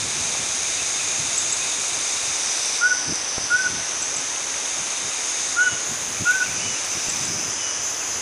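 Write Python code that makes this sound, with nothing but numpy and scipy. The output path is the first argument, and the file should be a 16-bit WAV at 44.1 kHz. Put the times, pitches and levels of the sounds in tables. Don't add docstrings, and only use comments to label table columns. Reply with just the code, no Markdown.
import sys
import numpy as np
from scipy import signal
from scipy.fft import rfft, irfft
from scipy.io import wavfile
from scipy.ndimage import uniform_filter1d

SR = 44100
rng = np.random.default_rng(int(sys.argv[2]) if len(sys.argv) > 2 else 0)


def output_pcm(signal):
    pcm = np.clip(np.atleast_2d(signal).T, -1, 1) * 32767
    wavfile.write(sys.argv[1], SR, np.round(pcm).astype(np.int16))


N = 362061
TIME = np.arange(N) / SR

# frequency_hz, relative_db
RUB_SPECTRUM = [(20, -22), (50, -11), (90, 4.5), (150, 0), (240, -1), (400, -7.5), (800, -57)]


def from_db(db):
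    return 10 ** (np.asarray(db) / 20)


def rms_one(x):
    return x / np.sqrt(np.mean(x ** 2) + 1e-20)


def ramp(elapsed_s, length_s):
    return np.clip(elapsed_s / length_s, 0, 1)


def gain_at_hz(spectrum, hz):
    known_hz, db = np.transpose(spectrum)
    return from_db(np.interp(np.log(np.maximum(hz, 1)), np.log(known_hz), db))


def gain_curve(rows):
    rows = np.array(rows)
    inside = (TIME >= rows[0, 0]) & (TIME <= rows[-1, 0])
    return from_db(np.interp(TIME, rows[:, 0], rows[:, -1])) * inside


def pitch_curve(rows, column=1):
    rows = np.array(rows)
    return np.interp(TIME, rows[:, 0], rows[:, column])


def phase_of(hz):
    return 2 * np.pi * np.cumsum(hz) / SR


def noise(spectrum):
    hz = np.arange(N // 2 + 1) * SR / N
    return irfft(rfft(rng.standard_normal(N)) * gain_at_hz(spectrum, hz), N) * np.sqrt(SR / 2)


def drift(rate_hz):
    hz = np.arange(N // 2 + 1) * SR / N
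    return rms_one(irfft(rfft(rng.standard_normal(N)) / (1 + (hz / rate_hz) ** 2), N))


def resonance(centre_hz, half_width_hz):
    low_pass = signal.butter(2, half_width_hz, fs=SR, output="sos")
    slow_noise = signal.sosfilt(low_pass, rng.standard_normal(N) + 1j * rng.standard_normal(N))
    return rms_one(np.real(slow_noise * np.exp(1j * phase_of(centre_hz * np.ones(N)))))


def add(track, start_s, sound):
    at = max(int(start_s * SR), 0)
    track[at:at + len(sound)] += sound[:max(N - at, 0)]


def tree_echo(sound, first_echo_s=0.0065, fade_60_db_s=0.98):
    t = np.arange(SR) / SR
    build_up = ramp(t - first_echo_s, first_echo_s)
    echoes = rng.standard_normal(SR) * from_db(-60 * t / fade_60_db_s) * build_up
    return signal.fftconvolve(sound, echoes / np.sqrt(np.sum(echoes ** 2)))[:N]


def open_air():
    # frequency_hz, level_db (per Hz)
    spectrum = [(20, -95), (60, -78.5), (170, -88.5), (270, -71), (700, -68), (1600, -68.5), (2600, -69.5),
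                (3300, -71), (4200, -77), (7500, -76.5), (10950, -76.5), (11250, -100), (12900, -99),
                (13500, -120)]
    return noise(spectrum)


def dry_hiss(grain_db=1.5, break_s=.06):
    # frequency_hz, relative_db
    spectrum = [(1700, -34), (2050, -6), (2400, -0.5), (2800, -7.5), (3200, -13.5), (3650, 3), (3950, -2.5),
                (4300, -6), (4900, -1), (7000, -2.5), (8700, -3.5), (9600, -6.5), (10950, -20),
                (11400, -23), (13000, -36), (13600, -71)]
    edges = [0, 2.81, 5.56, 7.3, 8.21]
    # first_db, last_db
    stretches = [(-28.6, -27.7), (-38, -30), (-37, -33.5), (-47, -51)]
    level_db = np.zeros(N)
    for start, end, (first_db, last_db) in zip(edges, edges[1:], stretches):
        level_db = np.where(TIME >= start, np.interp(TIME, [start, end], [first_db, last_db]), level_db)
    swells = from_db(uniform_filter1d(level_db, int(break_s * SR)))
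    return rms_one(noise(spectrum) * from_db(grain_db * drift(400))) * swells


def grip_rumble(lumpy_db=2.6, boost_db=1.5, wander_db=2.5):
    # time_s, relative_db
    levels = [(0.0, -44), (3.0, -57.5), (3.7, -50), (5.26, -54), (6.56, -49.5), (6.84, -53.5), (7.32, -47),
              (7.7, -56), (8.21, -50)]
    rub = rms_one(noise(RUB_SPECTRUM) * from_db(lumpy_db * drift(27)))
    return rub * gain_curve(levels) * from_db(boost_db + wander_db * drift(6))


def grip_bumps(lumpy_db=2.6, bass_cut_hz=105):
    # middle_s, length_s, level_db
    shifts = [(.25, 0.39, -44.5), (1.213, 0.11, -40.5), (1.65, .05, -47), (3.105, .08, -30.5),
              (3.74, 0.19, -38.5), (4.18, .05, -44), (5.052, .12, -48), (5.736, .07, -38), (5.92, .08, -40),
              (6.224, 0.067, -29), (6.62, 0.29, -39.5), (6.967, 0.048, -37), (7.341, 0.53, -39)]
    bass_cut = signal.butter(2, bass_cut_hz, "high", fs=SR, output="sos")
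    rub = signal.sosfilt(bass_cut, noise(RUB_SPECTRUM))
    swells = sum(from_db(db) * np.sin(np.pi * ramp(TIME - middle + length / 2, length))
                 for middle, length, db in shifts)
    return rms_one(rub * from_db(lumpy_db * drift(27))) * swells


def housing_knocks():
    # time_s, peak_db, width_s
    knocks = [(3.382, -14, 0.00026), (7.085, -20, 0.00033)]
    return sum(from_db(db) * np.exp(-np.minimum(((TIME - time_s) / width) ** 2 / 2, 20))
               for time_s, db, width in knocks)


def twig_ticks(decay_s=.003):
    # start_s, centre_hz, level_db
    cracks = [(.35, 800, -19), (1.3673, 7000, -33), (1.8816, 7050, -22), (2.6564, 6960, -20),
              (3.1552, 6000, -20), (4.3595, 3080, -26), (4.541, 2420, -22.5), (6.3091, 7960, -24),
              (6.8472, 7020, -22)]
    out, t = np.zeros(N), np.arange(SR // 20) / SR
    for start, hz, db in cracks:
        band = signal.butter(4, [hz / np.sqrt(2), hz * np.sqrt(2)], "band", fs=SR, output="sos")
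        burst = rms_one(signal.sosfilt(band, rng.standard_normal(len(t))))
        add(out, start, from_db(db) * np.exp(-t / decay_s) * burst)
    return out


def thin_buzz(fade_s=0.028, pulse_hz=88, depth=.8):
    # start_s, end_s, level_db
    bursts = [(5.201, 5.55, -74), (5.829, 6.561, -54), (6.828, 7.526, -54), (7.802, 8.3, -53)]
    # centre_hz, half_width_hz, relative_db
    bands = [(12130, 330, 0.45), (13400, 200, -2.5)]
    gain = sum(from_db(db) * ramp(np.minimum(TIME - start, end - TIME), fade_s)
               for start, end, db in bursts)
    pulses = 1 + depth * np.cos(2 * np.pi * pulse_hz * TIME)
    ringing = sum(from_db(db) * resonance(hz, half_width) for hz, half_width, db in bands)
    return gain * rms_one(pulses * ringing)


def throb(clicks_per_s, depth):
    return rms_one(1 + depth * np.cos(phase_of(clicks_per_s * np.ones(N))))


def far_cicadas(half_width_hz=260, spread_hz=200, gain_db=-3.5):
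    # time_s, centre_hz, relative_db
    chorus = [(0.0, 6320, -33), (0.2, 6260, -27), (1.44, 6550, -26), (2.88, 6030, -31), (3.45, 6060, -33),
              (4.05, 6200, -26.5), (5.9, 6510, -28), (6.47, 6280, -29.5), (7.27, 6140, -34.5),
              (8.21, 6250, -35)]
    centre = pitch_curve(chorus)
    swarm = resonance(centre - spread_hz, half_width_hz) + resonance(centre + spread_hz, half_width_hz)
    return rms_one(swarm) * throb(clicks_per_s=244, depth=.3) * gain_curve(chorus) * from_db(gain_db)


def tymbal_buzz(rate, gain, body, jitter=0.001182, flutter_db=1.5):
    phase = phase_of(rate * (1 + jitter * drift(39.63)))
    lowest, highest = int(body[0][0] / rate.max()) + 1, int(body[-1][0] / rate.min())
    tones = sum(gain_at_hz(body, k * rate) * np.sin(k * phase + 2 * np.pi * rng.random())
                for k in range(lowest, highest + 1))
    return np.sqrt(2) * tones * gain * from_db(flutter_db * drift(6))


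def hoarse_cicada(tones_db=-4.5):
    # time_s, clicks_per_s, ring_hz, level_db
    spells = [
        [(1.8, 290, 6060, -53), (2.4, 274, 6000, -31), (2.8, 275, 6000, -28.5), (3.45, 264, 6030, -30.5),
         (3.9, 243, 6360, -33.5), (4.4, 262, 6580, -36.5), (5.0, 258, 6480, -36.5)],
        [(5.6, 230, 6280, -36.5), (6.2, 205, 6120, -38.5), (6.5, 260, 6085, -33.5), (7.3, 290, 6094, -30),
         (7.75, 300, 6060, -31), (8.21, 220, 6000, -35)],
    ]
    # ratio_to_ring_hz, half_width_hz, relative_db
    bands = [(1, 115, 0), (1.04, 90, -7), (.925, 130, -7), (.848, 115, -6.5), (.79, 130, -11)]
    # frequency_hz, relative_db
    tone_spectrum = [(4950, -14), (5100, -6), (5350, -14), (5600, -8), (5750, -8), (5900, 0), (6080, 0),
                     (6300, -4), (6450, -20)]
    song = np.concatenate(spells)
    rate, ring_hz, gain = pitch_curve(song), pitch_curve(song, column=2), gain_curve(song)
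    body = sum(from_db(db) * resonance(ratio * ring_hz, half_width) for ratio, half_width, db in bands)
    rasp = rms_one(body) * throb(rate, depth=0.54) * gain
    return rasp + from_db(tones_db) * tymbal_buzz(rate, gain, tone_spectrum, jitter=0.00405)


def warm_up(song, fade_s=0.47):
    rate, gain = np.full(N, float(song[0][3])), np.zeros(N)
    for start, end, warm_up_s, first_rate, settled_rate in song:
        effort = 1 - np.exp(-np.maximum(TIME - start, 0) / warm_up_s)
        rate = np.where(TIME >= start, first_rate + (settled_rate - first_rate) * effort, rate)
        gain += effort * ramp(end - TIME, fade_s)
    return rate, gain


def near_cicadas():
    # start_s, end_s, warm_up_s, first_clicks_per_s, settled_clicks_per_s
    slow_song = [(-6, .72, 1.42, 226, 248), (3.5, 9, 1.42, 226, 248)]
    fast_song = [(-.05, 2.9, .45, 260.5, 266.8)]
    medium_song = [(-.05, 2.6, .28, 250, 261.8)]
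    # frequency_hz, relative_db
    slow_body = [(5700, -22), (6150, -7), (6400, 0), (6570, 3), (6660, -10), (6830, -5), (6910, -2),
                 (7150, -4), (7280, -20)]
    fast_body = [(5600, -30), (6130, -6.5), (6400, -11), (6665, 2), (6930, -13), (7300, -2)]
    medium_body = [(5600, -6), (6000, -7.5), (6250, 3), (6540, -10), (6800, -8), (7070, -16), (7300, -30)]
    singers = [(slow_song, slow_body, -36), (fast_song, fast_body, -36), (medium_song, medium_body, -37)]
    return sum(from_db(db) * tymbal_buzz(*warm_up(song), body) for song, body, db in singers)


def glide(length_s, from_hz, to_hz):
    progress = np.linspace(0, 1, int(length_s * SR))
    envelope = np.sqrt(4 * progress * (1 - progress))
    return np.sqrt(2) * envelope * np.sin(phase_of(from_hz + (to_hz - from_hz) * progress))


def whistling_bird(trees_db=-15):
    # start_s, level_db
    whistles = [(5.598, -36.5), (6.585, -36.5), (7.572, -37.5)]
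    voice = np.zeros(N)
    for start, db in whistles:
        add(voice, start, from_db(db) * glide(length_s=.2, from_hz=2980, to_hz=2912))
    return voice + from_db(trees_db) * tree_echo(voice)


def warbling_bird(start_s=6.157, every_s=.1605, repeats=8, trees_db=-3):
    # time_s (from its start), pitch_hz, relative_db
    shape = [(0, 2150, -7), (.018, 2370, 0), (.042, 2620, -8), (.066, 2450, -28), (.092, 2250, -9),
             (.116, 2620, -1), (.134, 2820, -2), (.151, 2400, -2), (.1605, 2150, -7)]
    # start_s, length_s, from_hz, to_hz, level_db
    stray_notes = [(.77, .05, 2400, 2740, -34.5), (.988, .034, 2650, 2310, -33.5),
                   (1.079, .035, 2300, 2530, -35), (1.581, .083, 2410, 2620, -38),
                   (8.0, .04, 2800, 2450, -38)]
    peak_s, peak_db, fade_db_per_s = 6.42, -34, 9
    zigzag = np.sqrt(2) * gain_curve(shape) * np.sin(phase_of(pitch_curve(shape)))
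    voice = np.zeros(N)
    for k in range(repeats):
        add(voice, start_s + k * every_s, zigzag)
    voice *= from_db(peak_db - fade_db_per_s * np.abs(TIME - peak_s))
    for start, length, from_hz, to_hz, db in stray_notes:
        add(voice, start, from_db(db) * glide(length, from_hz, to_hz))
    return voice + from_db(trees_db) * tree_echo(voice)


def chipping_bird(top_hz=7770, droop_hz=900, length_s=0.017, echo_s=0.016, echo_db=-12, trees_db=-11):
    # middle_s, level_db
    chips = [(1.3824, -16.5), (1.528, -18), (4.027, -22.5), (4.1678, -22.5), (7.0979, -21.5), (7.2533, -29)]
    from_middle = np.linspace(-1, 1, int(length_s * SR))
    envelope = np.cos(from_middle * np.pi / 2) ** 2
    chip = np.sqrt(2) * envelope * np.sin(phase_of(top_hz - droop_hz * from_middle ** 2))
    out = np.zeros(N)
    for middle, db in chips:
        start = middle - length_s / 2
        add(out, start, from_db(db) * chip)
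        add(out, start + echo_s, from_db(db + echo_db) * chip)
    return out + from_db(trees_db) * tree_echo(out)


def owl(waver=.0005, attack_s=.02, release_s=.052, trunk_echo_s=.055, trunk_db=-18.5, trees_db=-14.5):
    # start_s, length_s, top_pitch_hz, level_db
    hoots = [(2.8082, .1345, 1503, -18.9), (3.4978, .183, 1524, -19.6), (5.562, .1359, 1499, -19.3),
             (6.2521, .186, 1527, -19.2)]
    # delay_s, relative_db
    near_echoes = [(.008257, -3.1), (.017724, -10.7)]
    rise_hz, fall_hz, roundness = 136, 97, 1.7
    top_at = .587
    unsteady = 1 + waver * drift(87)
    voice = np.zeros(N)
    for start, length, top_hz, db in hoots:
        past_top = ramp(TIME - start, length) - top_at
        rising = rise_hz * np.abs(past_top / top_at) ** roundness
        falling = fall_hz * np.abs(past_top / (1 - top_at)) ** roundness
        pitch_hz = (top_hz - np.where(past_top < 0, rising, falling)) * unsteady
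        fade_in = np.sin(np.pi / 2 * ramp(TIME - start, attack_s))
        fade_out = np.sin(np.pi / 2 * ramp(start + length - TIME, release_s))
        voice += from_db(db) * fade_in * fade_out * np.sqrt(2) * np.sin(phase_of(pitch_hz))
    paths = near_echoes + [(trunk_echo_s, trunk_db)]
    echoes = sum(from_db(db) * np.interp(TIME - delay, TIME, voice, left=0) for delay, db in paths)
    return voice + echoes + from_db(trees_db) * tree_echo(voice)


def scene():
    insects = near_cicadas() + hoarse_cicada() + far_cicadas() + thin_buzz()
    background = dry_hiss() + open_air()
    birds = owl() + chipping_bird() + warbling_bird() + whistling_bird()
    handling = grip_rumble() + grip_bumps() + housing_knocks()
    mono = background + handling + twig_ticks() + insects + birds
    return np.stack([mono, mono])


def record(dry, cutoff_hz=14350):
    return signal.sosfilt(signal.ellip(10, .1, 80, cutoff_hz, fs=SR, output="sos"), dry)


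dry = scene()
out = record(dry)
output_pcm(out)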